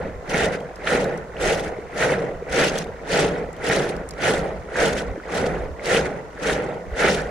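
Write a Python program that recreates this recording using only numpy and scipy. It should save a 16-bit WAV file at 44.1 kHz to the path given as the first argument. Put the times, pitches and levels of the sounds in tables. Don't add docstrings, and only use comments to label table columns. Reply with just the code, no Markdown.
import sys
import numpy as np
from scipy import signal
from scipy.fft import rfft, irfft
from scipy.io import wavfile

SR = 44100
rng = np.random.default_rng(int(sys.argv[2]) if len(sys.argv) > 2 else 0)


def wav_record(signal):
    frames = np.transpose(np.atleast_2d(signal))
    bounded = np.clip(frames, -1, 1)
    quanta = np.round(bounded * 32767).astype(np.int16)
    wavfile.write(sys.argv[1], SR, quanta)


N = 321930
TIME = np.arange(N) / SR
STEPS = TIME[::64]


def gain_of(db):
    return 10 ** (np.asarray(db) / 20)

def unit_rms(x):
    return x / np.sqrt(np.mean(np.atleast_2d(x).mean(0) ** 2) + 1e-20)

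def value_at(points, hz):
    freq_hz, value = np.transpose(points)
    return np.interp(np.log(hz + 1), np.log(freq_hz + 1), value)

def add(mix, start_s, sound):
    part = mix[:, max(round(start_s * SR), 0):][:, :sound.shape[1]]
    part += sound[:, :part.shape[1]]

def colour(x, spectrum, size=4096):
    log_gain = np.log(gain_of(value_at(spectrum, abs(np.fft.fftfreq(size, 1 / SR)))))
    taps = np.fft.ifft(np.exp(np.conj(signal.hilbert(log_gain)))).real[:size // 2]
    return signal.oaconvolve(x, taps[None], axes=1)[:, :x.shape[1]]

def spurts(depth_db, every_s):
    wander = np.clip(rng.standard_normal(N), -2, 2)
    return unit_rms(gain_of(depth_db * np.interp(TIME, np.arange(N) * every_s, wander)))

def swells(rows, column):
    bells = (gain_of(row[column]) * np.exp(-((STEPS - row[0]) / row[1]) ** 2) for row in rows)
    return np.interp(TIME, STEPS, sum(bells))

def stereo_noise(spectrum, apart):
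    shared, left, right = rng.standard_normal((3, N))
    return unit_rms(colour(shared + apart * np.array([left, right]), spectrum))

# freq_hz, difference_db
MIC_BALANCE = [(60, -1), (300, -0.5), (400, 0.5), (530, 0), (630, -2), (790, -4.5), (1000, 0), (1350, -2.5),
               (1900, -1.5), (2400, 1.5), (4500, 2), (7200, 1.5), (9800, -21), (15000, -7)]
def microphones(x):
    ratio = gain_of(value_at(MIC_BALANCE, np.fft.rfftfreq(2 * N, 1 / SR)))
    response = np.array([ratio, np.ones_like(ratio)]) * np.sqrt(2 / (1 + ratio ** 2))
    return irfft(rfft(x, 2 * N) * response)[:, :N]

# freq_hz, relative_db
YARD_SPECTRUM = [(15, -30), (45, 17.5), (100, -10), (500, -10.5), (1000, 5), (2000, -17.5), (3500, -20),
                 (6500, -19), (10000, -29.5), (12500, -33), (15800, -45)]
def yard():
    return gain_of(-49) * stereo_noise(YARD_SPECTRUM, apart=6.9)

# centre_s, level_db
GUSTS = [(0.06, -35), (0.16, -35), (0.44, -36), (1.04, -38), (1.48, -28), (3.24, -43), (3.47, -36),
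         (3.98, -37), (4.38, -35), (4.59, -33), (4.82, -34), (5.11, -30.5), (5.41, -37), (5.53, -31.5),
         (5.64, -29.5), (5.72, -31), (6.92, -29), (7.05, -32), (7.27, -35)]
def buffet(gust_half_width_s=0.039):
    sway = unit_rms(churning(GURGLE_COLUMN, lag_s=0.069, rise_db_per_s=145, fall_db_per_s=60,
                             slosh_db=-15, settle_db_per_s=16))
    breeze = gain_of(-41) * sway ** 0.49 * spurts(depth_db=3.5, every_s=0.055)
    gusts = sum(gain_of(db) * np.exp(-((TIME - s) / gust_half_width_s) ** 2) for s, db in GUSTS)
    rumble = [(10, -19), (25, -7), (42, -13.5), (56, 1), (72, -11), (95, -10.5), (160, -30), (500, -76)]
    return np.hypot(breeze, gusts) * stereo_noise(rumble, apart=0.43)

# freq_hz, bandwidth_hz, gain_db
POT_MODES = [(463, 110, -12.5), (633, 29, -10.5), (784, 55, -11.5), (1384, 53, -30), (1478, 20, -7),
             (1980, 120, -20)]
def hollow(x):
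    return x + sum(gain_of(db) * signal.lfilter(*signal.iirpeak(hz, hz / width_hz, SR), x)
                   for hz, width_hz, db in POT_MODES)

def bubble(hz, cycles, glide, swell_cycles=0.2):
    turns = np.arange(int(5 * cycles * SR / hz) + 4) * hz / SR
    age = turns / cycles
    envelope = (1 - np.exp(-turns / swell_cycles)) * np.exp(-age)
    return envelope / envelope.max() * np.exp(2j * np.pi * turns * (1 + glide * age / 2))

# freq_hz, coherence
MIC_COHERENCE = [(40, .65), (100, 0.95), (150, 0.93), (240, 0.9), (480, 1), (650, 0.97), (850, 0.7),
                 (1200, 0.13), (1450, 0.82), (2000, 0.66), (2500, 0.31), (3300, 0.89), (5000, 0.18),
                 (8000, 0.06)]
# freq_hz, lead_rad
MIC_LEAD = [(350, 0.019), (650, -0.27), (770, 0.69), (870, 1.36), (1150, -1.43), (1400, 0.54),
            (2200, -0.13), (2700, -1), (4500, -0.26), (7000, -0.64)]
def swarm(effort, spectrum, low_hz, high_hz, per_s, cycles, glide, spread_db, crowding, bands=20):
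    cumulative_rate = np.cumsum(effort ** crowding)
    per_band = int(per_s * N / SR / bands)
    out = np.zeros((2, N))
    for hz in np.geomspace(low_hz, high_hz, bands):
        when, strength, phase, place = rng.random((12000, 4))[:per_band].T
        onsets = np.searchsorted(cumulative_rate, when * cumulative_rate[-1])
        excess_db = spread_db * np.minimum(-np.log(1 - strength), 3.5)
        amplitude = gain_of(excess_db) * effort[onsets] ** (1 - crowding / 2)
        scatter_rad = np.pi * (1 - np.clip(value_at(MIC_COHERENCE, hz), 0, 1)) ** .66
        shift_rad = scatter_rad * (2 * place - 1) - value_at(MIC_LEAD, hz)
        births = np.zeros((2, N), complex)
        births[:, onsets] = amplitude * np.exp(2j * np.pi * phase + 1j * np.outer([0, 1], shift_rad))
        band = signal.oaconvolve(births, bubble(hz, cycles, glide)[None], axes=1)[:, :N].real
        out += np.sqrt(hz) * unit_rms(band)
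    return unit_rms(hollow(colour(out, spectrum))) * np.sqrt(np.mean(effort ** 2))

# start_s, level_db, pitch_hz
FLUNG_DROPS = [(0.296, -31, 6160), (0.6046, -37, 3160), (0.7583, -38, 5040), (1.043, -27, 3840),
               (1.176, -36, 5660), (1.4128, -29, 3360), (1.5956, -26, 3420), (2.7802, -19.5, 3280),
               (2.786, -19.5, 6140), (2.8424, -34, 3560), (3.53, -37.5, 7300), (3.5654, -39, 3070),
               (3.645, -30, 7050), (3.891, -30, 3620), (3.965, -38, 4940), (4.0894, -26, 8350),
               (4.1086, -30.5, 5100), (4.137, -39, 5500), (4.337, -25, 3270), (4.3917, -31, 4230),
               (4.9823, -32, 3300), (5.463, -34, 3260), (5.857, -22, 4510), (6.0686, -38, 5000),
               (6.7444, -42, 3240)]
def drops(decay_s=0.0034):
    out, t = np.zeros((2, N)), np.arange(900) / SR
    for start_s, level_db, hz in FLUNG_DROPS:
        burst = rng.standard_normal((2, len(t))) * np.exp(-t / decay_s)
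        tick = colour(burst, [(hz / 4, -22), (hz * 0.77, 0), (9500, -2), (12000, -12), (16000, -20)])
        ring = (bubble(hz, cycles=9, glide=0.022) * np.exp(1j * rng.normal(0, 1, (2, 1)))).real
        drop = 0.22 * tick / abs(tick).max()
        add(drop, 0, 0.16 * ring)
        add(out, start_s, gain_of(level_db) * drop / abs(drop.mean(0)).max())
    return out

# start_s, level_db, pitch_hz
LONE_BUBBLES = [(0.55, -16.5, 428), (1.367, -30.5, 2540), (1.786, -21, 420), (1.929, -30, 1800),
                (2.293, -25, 493), (2.423, -20, 447), (2.756, -17.5, 490), (2.89, -29, 470),
                (2.943, -29, 504), (3.489, -23.5, 496), (4.687, -31, 1300), (4.757, -18, 1530),
                (5.16, -25, 533), (5.175, -25.5, 307), (5.2, -29.5, 1350), (5.235, -31, 1810),
                (5.29, -28, 1080), (5.795, -28, 1940), (6.713, -23, 520)]
def plops(reference_hz=460):
    out = np.zeros((2, N))
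    for start_s, level_db, hz in LONE_BUBBLES:
        smallness = hz / reference_hz
        plop = bubble(hz, cycles=1.9 * smallness ** .5, glide=0.026 * smallness ** .9, swell_cycles=1.2)
        add(out, start_s, gain_of(level_db) * plop.imag[None])
    return out

# centre_s, half_width_s, bright_db, throaty_db
CLOSINGS = [(0.355, .015, -42, -28), (0.425, .03, -32, -32.5), (0.878, .014, -30, -33),
            (1.49, .02, -34, -31), (2.03, .015, -33, -27), (2.62, .06, -31.5, -31), (3.17, .04, -36, -31),
            (3.71, .018, -38, -26.5), (4.25, .03, -32, -33), (4.82, .03, -39, -29), (5.965, .02, -27, -29),
            (6.48, .025, -40, -30), (7.06, .04, -32, -28)]
# freq_hz, relative_db
BRIGHT_SPECTRUM = [(1800, -13), (2400, 3), (3000, 0), (3600, -5), (4600, -15.5)]
THROATY_SPECTRUM = [(1100, -13.5), (1400, 2.5), (1900, -0.5), (2400, -11.5)]
def squelch():
    bright = swarm(swells(CLOSINGS, column=2), BRIGHT_SPECTRUM, 2030, 4260,
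                   per_s=900, cycles=7, glide=0.046, spread_db=1, crowding=.6, bands=10)
    throaty = swarm(swells(CLOSINGS, column=3), THROATY_SPECTRUM, 1294, 2216,
                    per_s=300, cycles=8.8, glide=0.044, spread_db=2.5, crowding=.6, bands=8)
    return bright + throaty

# start_s, level_db, wet_over_thud_db
PADDLE_SLAPS = [(0.343, -10, -15), (0.872, -11.5, 3), (0.95, -6, -9), (2.024, -8, 16), (2.121, -9, -16),
                (2.618, -10, -7), (3.244, -9, -20), (3.698, -8, -8), (4.281, -11.5, 0), (4.306, -11.5, -19),
                (5.465, -13.5, -24), (5.946, -8.5, -6), (6.496, -11, 6), (7.076, -14, 5), (7.086, -11, -5)]
def slaps(decay_s=0.0039):
    out, t = np.zeros((2, N)), np.arange(2500) / SR
    for start_s, level_db, wet_db in PADDLE_SLAPS:
        blow = rng.standard_normal((1, len(t))) * np.exp(-t / decay_s)
        smack = hollow(colour(blow, POT_SPECTRUM) + gain_of(wet_db) * colour(blow, SPLASH_SPECTRUM))
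        add(out, start_s, gain_of(level_db) * smack / abs(smack).max())
    return out

# centre_s, half_width_s, splash_db, spray_db
FALLING_CURD = [(0.538, 0.025, -31.5, -42.5), (1.01, 0.032, -41.5, -39.5), (1.587, 0.02, -31.5, -41.0),
                (1.657, 0.033, -39.0, -44.5), (2.119, 0.03, -30.0, -38.5), (2.775, 0.051, -34.0, -39.0),
                (3.833, 0.022, -37.0, -38.0), (3.895, 0.019, -40.5, -41.5), (4.358, 0.038, -38.5, -40.5),
                (4.932, 0.007, -30.5, -36.0), (4.988, 0.027, -32.5, -35.5), (5.467, 0.011, -37.0, -42.5),
                (6.06, 0.017, -33.5, -45.0), (7.187, 0.042, -30.5, -44.0)]
def with_backsplashes(effort, column):
    return np.hypot(effort, swells(FALLING_CURD, column))

# freq_hz, relative_db
SPRAY_SPECTRUM = [(1500, -10.5), (2500, 4), (3200, 1.5), (4200, -1), (5000, -3.5), (6000, -2.5),
                  (7500, -7.5), (10000, -10.5), (11200, -17), (12500, -26), (15800, -27)]
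# time_s, gain_db
SPRAY_TREBLE = [(.4, 0.5), (2.0, 2), (3.1, -2.5), (4.3, 1.6), (7.3, 0)]
def spray(fizz_share=0.33, treble_hz=6500):
    effort = churning(SPRAY_COLUMN, lag_s=-.01, rise_db_per_s=470, fall_db_per_s=330,
                      slosh_db=-47, settle_db_per_s=62, hold_column=2, slosh_lag_s=.03)
    effort = with_backsplashes(effort, column=3)
    crackle = swarm(effort, SPRAY_SPECTRUM, 2250, 13800,
                    per_s=5500, cycles=3, glide=0.0092, spread_db=3.5, crowding=.35)
    pings = swarm(effort, SPRAY_SPECTRUM, 2600, 11000,
                  per_s=450, cycles=16, glide=.04, spread_db=3.6, crowding=.3, bands=24)
    fizz = effort * stereo_noise(SPRAY_SPECTRUM, apart=2)
    foam = np.sqrt(1 - fizz_share) * crackle + np.sqrt(fizz_share) * fizz + .62 * pings
    foam *= spurts(depth_db=2.1, every_s=.009)
    treble = signal.sosfiltfilt(signal.butter(2, treble_hz, "high", fs=SR, output="sos"), foam)
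    treble_gain = gain_of(np.interp(TIME, *np.transpose(SPRAY_TREBLE)))
    return gain_of(-0.1) * (foam - treble + treble * treble_gain)

# freq_hz, relative_db
SPLASH_SPECTRUM = [(500, -30), (850, -9.5), (1080, -19), (1270, -5.5), (1380, -1.5), (1650, -3),
                   (1950, -1.5), (2300, -8), (2800, -17), (4000, -27), (8000, -50), (15000, -65)]
def splash():
    effort = churning(SPLASH_COLUMN, lag_s=-.003, rise_db_per_s=299, fall_db_per_s=230,
                      slosh_db=-30, settle_db_per_s=45)
    effort = with_backsplashes(effort, column=2)
    damped = swarm(effort, SPLASH_SPECTRUM, 701, 4570,
                   per_s=3300, cycles=3.1, glide=0.053, spread_db=2.5, crowding=.45)
    ringing = swarm(effort, SPLASH_SPECTRUM, 1300, 4400,
                    per_s=420, cycles=13, glide=.05, spread_db=3, crowding=.6, bands=30)
    return gain_of(-2.5) * spurts(depth_db=1, every_s=0.016) * (damped + 0.52 * ringing)

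# freq_hz, relative_db
POT_SPECTRUM = [(60, -16), (110, -13), (160, -2.5), (200, -5.5), (235, -10), (330, -10), (410, -5),
                (480, -2.5), (560, -5), (660, -8.5), (790, -12), (1000, -21), (1500, -24.5), (12000, -90)]
def gurgle():
    near_top = churning(GURGLE_COLUMN, lag_s=.018, rise_db_per_s=133, fall_db_per_s=167,
                        slosh_db=-23.5, settle_db_per_s=32.5)
    far_down = churning(DEEP_COLUMN, lag_s=0.04096, rise_db_per_s=103.5, fall_db_per_s=99.5,
                        slosh_db=-32, settle_db_per_s=28.5)
    upper = swarm(near_top, POT_SPECTRUM, 270, 1395,
                  per_s=1900, cycles=2.26, glide=0.028, spread_db=2.5, crowding=.7)
    deep = swarm(far_down, POT_SPECTRUM, 110, 256.5,
                 per_s=600, cycles=1.87, glide=0.033, spread_db=2, crowding=.5, bands=8)
    return gain_of(-0.08) * upper + gain_of(-0.74) * deep

# start_s, full_spin_s, spraying_s, gurgle_db, splash_db, spray_db, deep_db, slosh_offset_db
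ROPE_PULLS = [(-0.247, 0.102, 0.061, -21.0, -24.5, -38, -25.5, 0.5),
              (0.309, 0.137, 0.163, -22.5, -25.0, -36.0, -31.5, -5.0),
              (0.881, 0.071, 0.085, -25.5, -24.5, -33.0, -34.5, 1.0),
              (1.42, 0.082, 0.127, -21.5, -26.0, -33.5, -36.5, -1.0),
              (1.995, 0.057, 0.08, -26.0, -23.5, -32.5, -38.5, 2.5),
              (2.534, 0.1, 0.16, -20.5, -22.0, -31.0, -31.5, -1.5),
              (3.109, 0.095, 0.142, -22.0, -27.0, -30.0, -34.0, 1.5),
              (3.655, 0.126, 0.151, -22.5, -28.0, -33.5, -31.5, -0.5),
              (4.232, 0.055, 0.089, -24.0, -23.0, -31.0, -36.5, 1.5),
              (4.772, 0.075, 0.121, -20.5, -22.0, -33.0, -31.5, -0.0),
              (5.333, 0.019, 0.083, -27.5, -35.5, -38.5, -31.0, 2.5),
              (5.872, 0.083, 0.117, -21.0, -22.5, -31.0, -31.0, -1.0),
              (6.444, 0.057, 0.098, -27.5, -24.0, -34.5, -35.0, 1.0),
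              (6.991, 0.092, 0.17, -20.5, -21.0, -32.5, -30.5, -1.5)]
GURGLE_COLUMN, SPLASH_COLUMN, SPRAY_COLUMN, DEEP_COLUMN = 3, 4, 5, 6
def churning(column, lag_s, rise_db_per_s, fall_db_per_s, slosh_db, settle_db_per_s,
             hold_column=1, slosh_lag_s=0):
    arch_db, build_db_per_s = 2.5, 92
    turn_lead_s, turn_half_width_s, turn_dip_db = .1, .112, 8
    power, turning = np.zeros((2, len(STEPS)))
    for pull in ROPE_PULLS:
        start_s, hold_s, level_db, slosh_offset_db = pull[0], pull[hold_column], pull[column], pull[-1]
        since_start = STEPS - start_s - lag_s
        since_end = since_start - hold_s
        spin = np.minimum(since_start * rise_db_per_s, -since_end * fall_db_per_s).clip(max=0)
        spin += arch_db * (np.sin(np.pi * np.clip(since_start / hold_s, 0, 1)) - .5)
        build = (since_start - slosh_lag_s) * build_db_per_s
        slosh = np.minimum(build, -since_end * settle_db_per_s).clip(max=0)
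        power += gain_of(level_db + spin) ** 2 + gain_of(slosh_db + slosh_offset_db + slosh) ** 2
        turning += np.exp(-((STEPS - start_s + turn_lead_s) / turn_half_width_s) ** 2)
    return np.interp(TIME, STEPS, np.sqrt(power) * gain_of(-turn_dip_db * turning))

def scene():
    curd = gurgle() + splash() + spray() + drops() + slaps() + plops() + squelch()
    return microphones(curd + buffet() + yard())

def record(dry):
    cutoff_hz = 15830
    taps = signal.firwin(1023, cutoff_hz, window=("kaiser", 9), fs=SR)
    return signal.oaconvolve(dry, taps[None], "same")


dry = scene()
out = record(dry)
wav_record(out)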